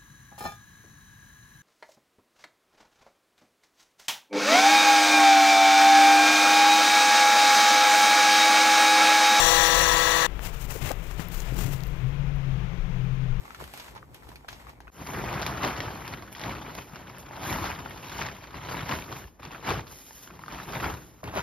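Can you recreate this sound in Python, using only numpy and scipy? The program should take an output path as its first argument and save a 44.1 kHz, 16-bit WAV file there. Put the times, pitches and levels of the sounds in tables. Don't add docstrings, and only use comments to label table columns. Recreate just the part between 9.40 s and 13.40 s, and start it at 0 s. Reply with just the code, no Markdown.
import sys
import numpy as np
from scipy import signal
from scipy.fft import rfft, irfft
from scipy.io import wavfile

SR = 44100
rng = np.random.default_rng(int(sys.argv[2]) if len(sys.argv) > 2 else 0)


def output_pcm(signal):
    pcm = np.clip(np.atleast_2d(signal).T, -1, 1) * 32767
    wavfile.write(sys.argv[1], SR, np.round(pcm).astype(np.int16))


N = 176400
T, HZ = np.arange(N) / SR, np.fft.rfftfreq(N, 1 / SR)

CUT_S, CUT_FADE_S = 0.8645, 0.0017
MOTOR_HZ, SAG_HZ_PER_S = 164.1, 0.8
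def grinder():
    shaft_phase = phase(MOTOR_HZ - SAG_HZ_PER_S * T + 0.15 * drift(14))
    whine = motor_whine(shaft_phase) * amp(-2.5 * T)
    grinding = (side_tones() + wheel_rasp(shaft_phase)) * amp(-0.5 * T)
    rings = wheel_rings() * amp(-18.5 * T)
    cut_gate = np.exp(-np.maximum(T - CUT_S, 0) / CUT_FADE_S)
    return cut_gate * (whine + grinding + rings)


# harmonic_number, relative_db
MOTOR_HARMONICS = [(1, -11.5), (2, -5.5), (3, 3), (4, -5), (5, 0.5), (6, 0.5), (7, 1.5), (8, 1), (9, -16),
                   (10, -17), (11, -4), (12, 3), (13, -10.5), (14, -10), (15, -21), (17, -7), (18, -6)]
# time_s, gain_db
FIFTH_FADE = [(0.24, 5.5), (0.44, -2.5)]
def motor_whine(shaft_phase, level_db=-26):
    whine = np.zeros(N)
    for harmonic, db in MOTOR_HARMONICS:
        if harmonic == 5:
            db = db + np.interp(T, *np.transpose(FIFTH_FADE))
        whine += amp(db + 0.8 * drift(37)) * np.cos(harmonic * shaft_phase + 2 * np.pi * rng.random())
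    return amp(level_db) * unit(whine)


# frequency_hz, relative_db
RASP_SPECTRUM = [(60, -18), (130, -5.5), (250, -11.5), (800, -0.5), (3000, 0.5), (6500, -0.5), (8200, -6),
                 (12500, -18.5), (15500, -4)]
# centre_hz, half_width_hz, gain_db
HOUSING_MODES = [(529, 37, 13.5), (605, 21, -9), (697, 28, 10.5), (790, 38, -5.5), (1046, 147, 10.5),
                 (1540, 51, -5.5), (1685, 176, 9.5), (1883, 45, 10), (2930, 130, -9), (3605, 250, 6),
                 (3916, 71, 8.5), (4320, 38, 9.5), (4984, 115, -41), (5480, 52, -14), (6030, 140, 5),
                 (8350, 100, -10), (9400, 130, -15), (10480, 990, 8.5), (10870, 180, -15)]
def wheel_rasp(shaft_phase, level_db=-22.5, treble_hz=2850, dulling_db_per_s=7):
    housing_db = sum(db * bell(HZ, hz, width) for hz, width, db in HOUSING_MODES)
    rasp = casing_reflections(noise(spectrum(RASP_SPECTRUM) + housing_db))
    rasp *= 1 + 0.048 * np.cos(shaft_phase)
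    treble = irfft(rfft(rasp) / (1 + (treble_hz / (HZ + 1)) ** 4), N)
    treble_gain = amp(0.5 * drift(52) - dulling_db_per_s * T)
    return amp(level_db) * (rasp - treble + treble * treble_gain)


def casing_reflections(direct, decay_s=0.01, echo_db=-1):
    echoes = rng.standard_normal((2, 1024)) * np.exp(-T[:1024] / decay_s)
    echoes /= np.linalg.norm(echoes, axis=1, keepdims=True)
    response = rfft(echoes, N) * np.clip(HZ / 6000, 0, 1)
    return irfft(rfft(direct) * (1 + amp(echo_db) * response), N)


# centre_hz, half_width_hz, initial_level_db
WHEEL_MODES = [(5750, 45, -29.5), (7456, 56, -31)]
def wheel_rings():
    return sum(amp(db) * noise(-20 * np.log10(1 + ((HZ - hz) / width) ** 2))
               for hz, width, db in WHEEL_MODES)


# pitch_hz, initial_level_db
SIDE_PARTIALS = [(447, -47.5), (1727, -42.5), (1878, -39.5), (3564, -40.5), (5728, -40), (7476, -41)]
def side_tones():
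    return sum(amp(db + 1.1 * drift(53)) * np.cos(2 * np.pi * hz * T + 0.64 * drift(17))
               for hz, db in SIDE_PARTIALS)


# centre_s, half_length_s, scrape_db, hiss_db
STROKES = [(1.059, 0.035, -38, -40), (1.16, 0.038, -49, -52.5), (1.227, 0.031, -48, -44),
           (1.32, 0.028, -39.5, -39), (1.363, 0.032, -46.5, -42), (1.448, 0.03, -36, -40.5),
           (1.498, 0.028, -35, -40), (1.647, 0.02, -56, -50.5), (1.709, 0.031, -50, -53.5),
           (1.802, 0.0039, -43, -49), (1.813, 0.044, -42, -48.5), (1.945, 0.024, -42, -40.5),
           (1.998, 0.021, -43.5, -40.5), (2.077, 0.048, -44, -54), (2.212, 0.057, -39.5, -39.5),
           (2.32, 0.063, -45.5, -46.5), (2.453, 0.13, -78, -62)]
# frequency_hz, relative_db
SCRAPE_SPECTRUM = [(100, 12), (350, -4.5), (700, 2), (1500, -2), (2800, -3), (5000, -16), (9000, -26),
                   (16000, -48)]
HISS_SPECTRUM = [(500, -32), (2500, -24), (4500, -7), (7200, -0.5), (9000, -7), (12000, -3), (15500, 1)]
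def rubs(slips_per_s=2100, slip_share=0.44):
    slips = impulses(slips_per_s) * rng.choice([-1, 1], (2, N))
    slip_db = 2.5 * np.minimum(rng.exponential(1, (2, N)), 4)
    drive = slip_share * unit(slips * amp(slip_db)) + (1 - slip_share) * rng.standard_normal((2, N))
    scrape_gain = sum(amp(db) * bell(T, s, half) for s, half, db, _ in STROKES)
    hiss_gain = sum(amp(db) * bell(T, s, half) for s, half, _, db in STROKES)
    scrape = scrape_gain * noise(spectrum(SCRAPE_SPECTRUM), drive)
    hiss = hiss_gain * noise(spectrum(HISS_SPECTRUM), drive)
    return (scrape + hiss) * amp(2.3 * drift(67))


# centre_s, half_length_s, level_db
GRIP_SHIFTS = [(1.438, 0.068, -39), (1.822, 0.027, -45), (2.243, 0.1, -32.5)]
# frequency_hz, relative_db
GRIP_SPECTRUM = [(40, -16), (130, 8.5), (220, -10.5), (420, -8), (700, -42), (2000, -44)]
def grip(snaps_per_s=300):
    shifting = sum(amp(db) * bell(T, s, half) for s, half, db in GRIP_SHIFTS)
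    rubbing = shifting * noise(spectrum(GRIP_SPECTRUM))
    snaps = impulses(snaps_per_s) * rng.uniform(-1, 1, (2, N))
    slide = amp(-58 + drift(26)) * noise(spectrum(HISS_SPECTRUM))
    crackle = amp(-60) * noise(spectrum(HISS_SPECTRUM), snaps)
    handling = np.exp(-((T - 1.7) / 0.91) ** 4)
    return rubbing + (slide + crackle) * handling


# start_s, length_s, from_hz, to_hz, level_db, octave_relative_db
FINGER_SQUEAKS = [(1.35, 0.022, 476, 373, -34.5, -28), (1.503, 0.0174, 477, 738, -28, -11)]
def squeak(length_s, from_hz, to_hz, level_db, octave_db, jitter=0.19):
    progress = np.arange(0, length_s, 1 / SR) / length_s
    glide_hz = from_hz + (to_hz - from_hz) * progress
    angle = phase(glide_hz * (1 + jitter * drift(400)[:len(progress)]))
    tone = unit(np.sin(angle) + amp(octave_db) * np.sin(2 * angle))
    return amp(level_db) * np.sin(np.pi * progress) * tone


# start_s, body_db, body_hz, decay_cycles, click_db
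NAIL_TICKS = [(0.9933, -19, 1500, 0.5, -35), (1.5171, -15, 7400, 0.69, -20), (1.796, -17.5, 1500, 0.3, -52),
              (1.886, -37, 5000, 0.5, -21), (2.0038, -23, 6450, 1.8, -46), (2.329, -38, 5500, 0.5, -24.5),
              (2.4066, -30, 4200, 0.85, -38), (2.4365, -22, 5100, 0.61, -28), (2.4697, -35, 4010, 0.4, -28),
              (2.478, -48, 4000, 0.4, -32), (2.9605, -54, 4000, 0.4, -41), (3.139, -48, 2987, 0.4, -45)]
def tick(body_db, body_hz, decay_cycles, click_db):
    click = damped_mode(click_db, hz=13900, decay_cycles=2.3)
    return damped_mode(body_db, body_hz, decay_cycles) + click


def damped_mode(level_db, hz, decay_cycles):
    cycles = hz * T[:2048]
    return amp(level_db) * np.exp(-cycles / decay_cycles) * np.sin(2 * np.pi * cycles)


# start_s, peak_db, pitch_hz
SOFT_KNOCKS = [(1.354, -33, 288), (1.516, -26.5, 274), (1.7947, -24, 165), (2.1234, -26, 276)]
def knock(peak_db, pitch_hz, rise_cycles=0.25):
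    cycles = pitch_hz * T[:4096]
    envelope = cycles / rise_cycles * np.exp(1 - cycles / rise_cycles)
    return amp(peak_db) * envelope * np.sin(2 * np.pi * cycles)


# time_s, firing_hz, level_db
ENGINE_COURSE = [(2.0, 123, -58), (2.12, 124.7, -34), (2.221, 132.6, -47.5), (2.27, 137.5, -31),
                 (2.32, 135, -35.5), (2.58, 124.7, -47), (2.652, 130.3, -27), (2.74, 141, -33.5),
                 (2.85, 139.7, -30.5), (2.979, 138.6, -30), (3.18, 128, -29), (3.24, 125.3, -40.5),
                 (3.44, 122.9, -39.5), (3.598, 125.1, -30.5), (3.77, 131.7, -27), (4.0, 122, -35)]
def far_engine(octave_db=-28.5):
    time_s, firing_hz, level_db = np.transpose(ENGINE_COURSE)
    angle = phase(np.interp(T, time_s, firing_hz) + 0.8 * drift(23))
    gain = amp(np.interp(T, time_s, level_db, left=-100) + 0.8 * drift(17))
    return gain * unit(np.sin(angle) + amp(octave_db) * np.sin(2 * angle))


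# centre_hz, half_width_hz, initial_db, swell_db, final_db
RUMBLE_BANDS = [(28, 12.3, -39, -35.5, -33.5), (46.5, 7.1, -40, -35, -47), (96, 28, -48.5, -42.5, -48),
                (134.8, 11.6, -50, -41, -47), (165.3, 13, -50.5, -39.5, -42.5)]
# frequency_hz, relative_db
AIR_SPECTRUM = [(20, -35), (200, -1), (400, 2.5), (600, -3), (1300, -5.5), (1700, -7.5), (2400, -7.5),
                (3400, -13), (4500, -22), (6500, -24.5), (8300, -37.5), (11000, -35.5), (15000, -33)]
def room(swell_s=3.02, air_db=-46.5):
    rumble = np.zeros((2, N))
    for hz, width, *levels_db in RUMBLE_BANDS:
        band = noise(-10 * np.log10(1 + ((HZ - hz) / width) ** 6))
        rumble += band * amp(np.interp(T, [CUT_S, swell_s, T[-1]], levels_db))
    return rumble + amp(air_db + 0.5 * drift(2)) * noise(spectrum(AIR_SPECTRUM))


# frequency_hz, correlation
STEREO_CORRELATION = [(60, 1.5), (300, 0.5), (1000, 0), (2500, 0), (12000, -0.3)]
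def noise(colour_db, drive=None):
    left, independent = rfft(rng.standard_normal((2, N)) if drive is None else drive)
    correlation = np.clip(spectrum(STEREO_CORRELATION), -1, 1)
    right = correlation * left + np.sqrt(1 - correlation ** 2) * independent
    return unit(irfft(np.array([left, right]) * amp(colour_db), N))


def drift(rate_hz):
    return unit(irfft(rfft(rng.standard_normal(N)) * bell(HZ, 0, rate_hz), N))


def impulses(per_s):
    return rng.random((2, N)) < per_s / SR


def spectrum(points):
    hz, value = np.transpose(points)
    return np.interp(np.log(HZ + 1), np.log(hz), value)


def phase(hz):
    return 2 * np.pi * np.cumsum(hz) / SR


def bell(x, centre, half_width):
    return np.exp(-((x - centre) / half_width) ** 2)


def amp(db):
    return 10 ** (np.asarray(db) / 20)


def unit(x):
    return x / np.sqrt(np.mean(x ** 2) + 1e-20)


def play(source, events):
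    track = np.zeros(N)
    for start_s, *settings in events:
        sound = source(*settings)
        span = track[round(start_s * SR):][:len(sound)]
        span += sound[:len(span)]
    return track


def scene():
    machine = grinder()
    hands = rubs() + grip()
    hands += play(squeak, FINGER_SQUEAKS) + play(tick, NAIL_TICKS) + play(knock, SOFT_KNOCKS)
    return machine + hands + room() + far_engine()


# frequency_hz, left_minus_right_db
PORT_IMBALANCE = [(50, 16.7), (300, 18), (700, 16.6), (1400, 23.2), (3000, 23), (9000, 19), (14000, 21)]
def record(dry, cutoff_hz=15620):
    right_ratio = amp(-spectrum(PORT_IMBALANCE))
    port_gains = 2 * np.array([1 / (1 + right_ratio), right_ratio / (1 + right_ratio)])
    ports = irfft(rfft(dry) * port_gains, N)
    lowpass = signal.firwin(511, cutoff_hz, window=("kaiser", 9), fs=SR)
    return signal.oaconvolve(ports, lowpass[None], "same")


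dry = scene()
out = record(dry)
output_pcm(out)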